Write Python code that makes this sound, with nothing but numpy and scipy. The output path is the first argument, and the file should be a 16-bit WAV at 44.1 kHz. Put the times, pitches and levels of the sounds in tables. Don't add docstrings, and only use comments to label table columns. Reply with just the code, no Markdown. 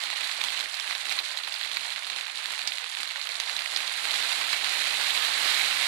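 import sys
import numpy as np
from scipy import signal
from scipy.fft import rfft, irfft
from scipy.io import wavfile

SR = 44100
rng = np.random.default_rng(int(sys.argv[2]) if len(sys.argv) > 2 else 0)


def generate_wav(sig):
    pcm = np.round(np.clip(np.atleast_2d(sig).T, -1, 1) * 32767).astype(np.int16)
    wavfile.write(sys.argv[1], SR, pcm)


N = 258867

# time_s, level_db
SHOWER_CURVE = [(0.01, -26.5), (0.07, -29), (0.25, -28.0), (0.34, -28.5), (0.58, -27.5), (0.7, -30),
                (0.76, -29), (0.85, -30.6), (0.91, -28), (1.03, -30.5), (1.12, -27), (1.24, -30.5),
                (1.3, -28.5), (1.42, -31.5), (1.9, -29.5), (1.96, -31), (2.2, -30), (2.26, -32.5),
                (2.44, -30), (2.62, -31), (2.74, -30), (2.92, -32.5), (2.98, -30), (3.19, -32),
                (3.25, -30.0), (3.46, -29.5), (3.49, -28.0), (3.7, -29.5), (3.76, -27.5), (3.94, -27.5),
                (4.05, -26), (4.17, -24.5), (4.48, -25), (4.54, -23.5), (4.6, -26), (4.72, -23.5),
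                (4.87, -23.5), (5.38, -23), (5.47, -21.0), (5.6, -22.0), (5.7, -22.9), (5.86, -22.4)]
# start_s, level_db, ring_hz, ring_q, snap_db, thud_db, crinkle_ms, splash_db
OVERHEAD_DROPS = [(0.0369, -22.0, 4560, 1.2, -3, 9, 1.0, -12), (0.1021, -23.5, 2000, 0.5, 3, 3, 0.6, -12),
                  (0.2083, -25.5, 2000, 1.2, 9, 0, 1.5, -12), (0.2329, -25.0, 3710, 3.0, -3, 0, 0.6, -6),
                  (0.2437, -25.0, 3710, 3.0, 3, 0, 1.2, -12), (0.2954, -24.5, 2000, 0.8, 0, 0, 0.4, -12),
                  (0.3145, -24.0, 4260, 5.0, 9, 6, 1.2, -12), (0.4139, -20.0, 3700, 0.7, -3, 6, 1.1, -11),
                  (0.4391, -20, 3400, 0.5, 3, 9, 0.6, -2), (0.4457, -23.5, 5600, 0.8, 0, 6, 1.5, -12),
                  (0.485, -21.0, 3230, 5.0, -3, 3, 0.4, -12), (0.5041, -25.5, 3020, 3.0, 6, 0, 0.4, -12),
                  (0.5744, -22.5, 2820, 3.0, 3, 6, 1.0, -6), (0.6011, -24.0, 5230, 5.0, -3, 3, 0.9, -6),
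                  (0.6084, -23.5, 2820, 1.2, -3, 0, 0.4, -12), (0.7422, -25.5, 4560, 3.0, 0, 9, 1.1, -6),
                  (0.7984, -22.5, 3710, 2.0, 6, 0, 0.9, -10), (0.9099, -22.0, 2140, 3.0, 9, 6, 0.4, -6),
                  (0.9507, -23.5, 4260, 3.0, -3, 3, 0.8, -12), (1.055, -23.5, 2000, 0.5, 3, 0, 0.9, -6),
                  (1.0949, -22.5, 3970, 5.0, 3, 6, 0.5, -6), (1.1124, -23.5, 2140, 0.8, 3, 0, 0.9, -6),
                  (1.123, -22.5, 4560, 1.2, 3, 3, 1.4, -8), (1.1889, -17.0, 4150, 4.0, -3, 3, 1.3, -12),
                  (1.3144, -28.0, 4880, 5.0, -3, 6, 0.4, -6), (1.3729, -22.5, 3710, 5.0, 0, 0, 0.9, -6),
                  (1.4359, -25.0, 3230, 3.0, 6, 9, 1.5, -6), (1.4471, -26.0, 3710, 0.8, -3, 0, 1.5, -12),
                  (1.477, -29.0, 2000, 0.8, -3, 9, 0.4, -12), (1.523, -24.0, 3230, 5.0, 0, 0, 0.9, -7),
                  (1.5405, -26.0, 5230, 5.0, -3, 3, 1.2, -6), (1.6127, -23.5, 3460, 1.2, 0, 0, 1.0, -12),
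                  (1.6306, -26.0, 3710, 3.0, -3, 6, 0.4, -6), (1.6358, -26.5, 3710, 5.0, 0, 0, 0.4, -6),
                  (1.6476, -27.0, 2140, 2.0, 6, 0, 0.5, -12), (1.7155, -27.0, 2820, 0.8, 3, 9, 0.6, -6),
                  (1.7697, -18.5, 3200, 0.7, -3, 6, 0.8, -12), (1.904, -26.5, 3460, 3.0, -3, 0, 0.5, -6),
                  (1.9209, -26.0, 3970, 3.0, -3, 0, 1.4, -6), (2.0996, -23.5, 4560, 0.8, 3, 6, 1.4, -6),
                  (2.1863, -27.0, 2000, 0.8, -3, 0, 0.6, -6), (2.2099, -25.5, 3460, 0.8, 3, 0, 1.0, -6),
                  (2.2681, -28.5, 3970, 3.0, 3, 6, 0.6, -12), (2.3579, -27.5, 3460, 5.0, 6, 3, 0.6, -12),
                  (2.4574, -23.0, 5230, 0.5, -3, 0, 1.2, -7), (2.505, -27.0, 4880, 0.8, 0, 9, 0.6, -6),
                  (2.5365, -26.0, 2460, 3.0, -3, 9, 0.6, -6), (2.579, -28.0, 2140, 1.2, 9, 6, 0.5, -6),
                  (2.5917, -25.5, 2140, 0.5, 3, 3, 0.9, -12), (2.6166, -25.5, 2820, 0.8, 0, 0, 0.9, -12),
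                  (2.6739, -18.5, 5100, 3.5, 3, 0, 1.1, -2), (2.7207, -25.0, 2630, 2.0, -3, 0, 0.8, -12),
                  (2.7832, -23.5, 3000, 0.8, 0, 0, 0.4, -12), (2.9501, -26.5, 2820, 2.0, 3, 0, 0.6, -6),
                  (2.9714, -28.0, 2000, 1.2, 6, 0, 0.4, -12), (3.0042, -27.5, 2460, 5.0, -3, 3, 0.9, -6),
                  (3.032, -21.5, 3230, 0.5, 3, 0, 0.6, -12), (3.0746, -27.0, 3710, 2.0, 0, 3, 0.6, -12),
                  (3.1088, -26.0, 2630, 3.0, 6, 3, 0.9, -6), (3.1594, -24.0, 2290, 0.5, -3, 6, 0.9, -6),
                  (3.2147, -24.5, 4260, 2.0, 0, 0, 0.9, -6), (3.2713, -24.0, 3230, 3.0, -3, 0, 0.8, -12),
                  (3.2909, -26.5, 3710, 5.0, 6, 6, 0.4, -6), (3.3189, -26.0, 3970, 5.0, 0, 0, 0.8, -12),
                  (3.3998, -19, 3970, 2, 3, 0, 1, -6), (3.4964, -23.0, 4260, 2.0, -3, 0, 0.4, -6),
                  (3.5656, -20, 4200, 2, 0, 3, 1, -8), (3.5912, -23.0, 4260, 0.5, -3, 3, 0.8, -12),
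                  (3.6203, -24.5, 2400, 0.5, 3, 6, 0.6, -12), (3.6593, -22.5, 2140, 0.5, -3, 0, 1.2, -6),
                  (3.7616, -16.5, 4260, 6, 0, 0, 1.3, -6), (3.7721, -22.5, 2630, 0.5, 6, 0, 1.4, -12),
                  (3.8044, -25.5, 2630, 3.0, 6, 9, 0.4, -6), (3.8775, -23.5, 4880, 1.2, 3, 0, 0.6, -12),
                  (4.0535, -20.5, 2460, 2.0, 3, 6, 0.3, -11), (4.1088, -21.5, 3970, 2.0, 0, 9, 0.3, -12),
                  (4.1402, -20.5, 3970, 3.0, 0, 9, 0.7, -1), (4.2254, -22.5, 4260, 3.0, -3, 0, 0.3, -12),
                  (4.3178, -20.5, 3710, 0.8, 0, 9, 1.2, -1), (4.413, -22.5, 2140, 0.8, 0, 6, 0.7, -12),
                  (4.5297, -18.0, 2630, 0.5, 0, 9, 1.8, -5), (4.6439, -19.5, 3230, 2.0, 3, 0, 1.7, -11),
                  (4.6945, -24.5, 5600, 1.2, 0, 0, 0.3, -6), (5.1057, -19.5, 3970, 5.0, 0, 0, 0.6, -11),
                  (5.1667, -20.5, 3460, 1.2, 0, 0, 0.3, -6), (5.1764, -20.5, 2820, 1.2, -3, 3, 0.5, -12),
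                  (5.2478, -20.0, 2820, 1.2, 3, 0, 1.8, -11), (5.5493, -21.5, 3230, 3.0, 0, 9, 0.3, -12),
                  (5.5956, -20.0, 2290, 3.0, 3, 0, 0.3, 0), (5.6123, -19.5, 2290, 3.0, 3, 6, 1.6, -11)]
# freq_hz, gain_db
FABRIC_EQ = [(40, -35.5), (200, -23), (500, -14.5), (800, -7), (1300, -5.5), (2100, -0.1), (3100, -1.5),
             (4150, 1.45), (5500, -13), (7600, -16), (9100, -21), (10700, -15), (11700, -22), (12400, -40),
             (15500, -58)]
# freq_hz, gain_db
LEFT_MIC_EQ = [(60, -6), (400, -7.5), (900, -14.5), (2200, -24), (4000, -24.5), (4900, -16.5),
               (5500, -11.5), (7000, -0.5), (8000, 2.5), (8900, 6), (9700, -1.5), (10700, -17),
               (13000, -23)]
# start_s, end_s
BASS_GATE_SPANS = [(0.0, .045), (.16, .2), (.275, .335), (.68, .88), (.94, 1.03), (1.24, 1.41),
                   (1.49, 1.63), (1.87, 2.05), (2.23, 2.33), (2.4, 2.45), (2.56, 2.63), (2.73, 2.98),
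                   (3.1, 3.38), (3.42, 3.53), (3.65, 3.71), (3.91, 3.96)]
# centre_s, pitch_hz, level_db, left_minus_right_db
HOLLOW_BLIPS = [(.83, 450, -65, -13), (1.32, 467, -65, -9.5), (1.96, 205, -71, 19), (2.84, 497, -60, -12),
                (3.17, 564, -58, -13), (3.31, 477, -60, -12), (3.45, 460, -62, -15)]

SLAP_SAMPLES = 2048
SLAP_BINS_HZ = np.maximum(np.fft.rfftfreq(SLAP_SAMPLES, 1 / SR), 1)
TIME_S = np.arange(N) / SR


def slap(ring_hz, ring_q, click_db, crinkle_s, crinkle_db, echo_db, echo_s=.0082, lag_spread_s=.00018):
    t = np.arange(SLAP_SAMPLES) / SR
    crinkle = unit_energy(rng.standard_normal(SLAP_SAMPLES) * np.sqrt(t) * np.exp(-t / crinkle_s))
    echoes = unit_energy(rng.standard_normal((2, SLAP_SAMPLES)) * np.exp(-t / echo_s))
    blow = rfft((t == 0) + undb(crinkle_db) * crinkle + undb(echo_db) * echoes)
    membrane = 1 / (1 + 1j * ring_q * (SLAP_BINS_HZ / ring_hz - ring_hz / SLAP_BINS_HZ)) + undb(click_db)
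    lag_s = np.round(SR * lag_spread_s * rng.standard_normal()) / SR
    return blow * membrane * np.exp(-2j * np.pi * SLAP_BINS_HZ * np.maximum([[lag_s], [-lag_s]], 0))


def patter(colour, shower_db, median_per_s, thickening, spread_db, cap_sigma, spot_count=48, **fabric):
    rate_per_s = median_per_s * undb(2 * thickening * (shower_db - np.median(shower_db)))
    arrivals = np.cumsum(rate_per_s) / SR
    spots = np.array([slap(hz, **fabric) for hz in np.geomspace(600, 12000, spot_count)])
    spots *= colour / np.sqrt(np.mean(np.abs(spots) ** 2, axis=0))
    out = np.zeros((2, N))
    for spot in irfft(spots)[:, :, :SLAP_SAMPLES // 2]:
        gaps = rng.exponential(size=4096)
        sizes = undb(spread_db * np.minimum(rng.standard_normal(4096), cap_sigma))
        starts = np.searchsorted(arrivals, np.cumsum(gaps) * spot_count)
        blows = np.bincount(starts, sizes, minlength=N)[:N]
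        out += signal.oaconvolve(blows[None], spot, axes=1)[:, :N]
    out /= np.sqrt(rate_per_s)
    return out / rms(out[1]) * undb(shower_db)


def fat_drops(colour, drops, attack_s=.004, left_db=-2):
    out = np.zeros((2, N + SLAP_SAMPLES))
    for start_s, level_db, ring_hz, ring_q, snap_db, thud_db, crinkle_ms, splash_db in drops:
        thud = [(302, 0), (597, thud_db), (1030, thud_db), (1900, 0)]
        snap = [(4200, 0), (5450, snap_db)]
        crinkle_db = 20 * np.log10(crinkle_ms / .6)
        blow = slap(ring_hz, ring_q, click_db=-15, crinkle_s=crinkle_ms / 1000, crinkle_db=crinkle_db,
                    echo_db=splash_db + max(crinkle_db, 0), echo_s=.014)
        drop = irfft(colour * response(thud + snap) * blow)
        drop /= rms(drop[1, :int(attack_s * SR)])
        start = int(start_s * SR)
        out[:, start:start + SLAP_SAMPLES] += drop * undb(level_db + np.array([[left_db], [0]]))
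    return out[:, :N]


def stray_drops(shower_db, rate_per_s=15):
    scatter = rng.standard_normal((256, 6)).T
    start_s = np.cumsum(rng.exponential(size=256)) / rate_per_s
    swell_db = np.interp(start_s, TIME_S, shower_db - np.median(shower_db))
    level_db = -31 + swell_db + .8 * scatter[0]
    ring_hz, ring_q = 3420 * 2 ** (.6 * scatter[1]), 2 ** scatter[2]
    snap_db, thud_db = 2.5 * np.abs(scatter[3]), 3 * np.abs(scatter[4])
    crinkle_ms = .7 * 2 ** (.5 * scatter[5])
    splash_db = np.full_like(start_s, -4)
    rows = np.column_stack([start_s, level_db, ring_hz, ring_q, snap_db, thud_db, crinkle_ms, splash_db])
    return rows[start_s < N / SR]


def top_fizz(shower_db, band_hz=(11800, 14500), flicker_db=4, burst_db=-26, decay_s=.012):
    specks = rng.standard_normal(N)
    specks *= undb(flicker_db * np.repeat(rng.standard_normal(N // 64 + 1), 64)[:N])
    fizz = signal.sosfilt(signal.butter(4, band_hz, "bandpass", fs=SR, output="sos"), specks)
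    start_s, level_db = np.transpose(OVERHEAD_DROPS)[:2]
    triggers = np.bincount((start_s * SR).astype(int), undb(level_db + burst_db) ** 2, minlength=N)
    burst_power = signal.lfilter([1], [1, -np.exp(-2 / (decay_s * SR))], triggers)
    steady_power = undb(-44 + 2.1 * (shower_db - shower_db.max())) ** 2
    return fizz / rms(fizz) * np.sqrt(steady_power + burst_power) * np.array([[0], [1]])


def blips(sigma_s=.017):
    warped_s = np.cumsum(1 + .03 * wander(40)) / SR
    out = np.zeros((2, N))
    for centre_s, pitch_hz, level_db, pan_db in HOLLOW_BLIPS:
        swell = np.exp(-((TIME_S - centre_s) / sigma_s) ** 2 / 2)
        gains = undb(level_db + np.array([[pan_db], [-pan_db]]) / 2)
        out += gains * swell * np.sin(2 * np.pi * pitch_hz * warped_s)
    return out


def bass_gate(x, edges_hz=(330, 500), fade_s=.02):
    frames = dict(nperseg=2048, noverlap=1792)
    hz, t, bins = signal.stft(x, SR, **frames)
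    shut = sum(np.clip(.5 + np.minimum(t - start_s, end_s - t) / fade_s, 0, 1)
               for start_s, end_s in BASS_GATE_SPANS)
    for side, edge_hz in enumerate(edges_hz):
        magnitude = np.abs(bins[side])
        edge_median = np.median(magnitude[np.searchsorted(hz, edge_hz)])
        threshold = edge_median * np.outer(edge_hz / np.maximum(hz, 20), shut) ** 4
        bins[side] *= magnitude ** 6 / (magnitude ** 6 + threshold ** 6 + 1e-60)
    return signal.istft(bins, SR, **frames)[1][:, :N]


def response(points):
    hz, db = np.transpose(points)
    cepstrum = irfft(np.log(undb(np.interp(np.log(SLAP_BINS_HZ), np.log(hz), db))))
    cepstrum[1:SLAP_SAMPLES // 2] *= 2
    cepstrum[SLAP_SAMPLES // 2 + 1:] = 0
    return np.exp(rfft(cepstrum))


def wander(rate_hz):
    return np.interp(TIME_S * rate_hz, np.arange(1024), rng.standard_normal(1024))


def undb(db):
    return 10 ** (np.asarray(db) / 20)


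def rms(x):
    return np.sqrt(np.mean(x ** 2))


def unit_energy(x):
    return x / np.sqrt(np.sum(x ** 2, axis=-1, keepdims=True))


def scene():
    colour = response(FABRIC_EQ) * np.array([-response(LEFT_MIC_EQ), np.ones_like(SLAP_BINS_HZ)])
    shower_db = np.interp(TIME_S, *np.transpose(SHOWER_CURVE))
    flurry_db = shower_db + .8 * wander(40)
    roof = patter(colour, flurry_db, median_per_s=560, thickening=.85, spread_db=6, cap_sigma=.85,
                  ring_q=1.36, click_db=-21, crinkle_s=.00065, crinkle_db=-3, echo_db=.5)
    far_db = shower_db + .08 * (shower_db - np.median(shower_db))
    walls = patter(colour, far_db, median_per_s=3500, thickening=.8, spread_db=3.5, cap_sigma=2.24,
                   ring_q=2, click_db=-14.5, crinkle_s=.00081, crinkle_db=0, echo_db=7.5)
    overhead = fat_drops(colour, OVERHEAD_DROPS) + fat_drops(colour, stray_drops(shower_db))
    return undb(-4) * roof + undb(-3) * walls + overhead + top_fizz(shower_db)


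def record(dry):
    ceiling, cutoff_hz = .74, 15600
    rounded = ceiling * np.tanh(dry / ceiling)
    lowpass = signal.ellip(10, .2, 80, cutoff_hz, fs=SR, output="sos")
    return signal.sosfilt(lowpass, bass_gate(rounded) + blips())


dry = scene()
out = record(dry)
generate_wav(out)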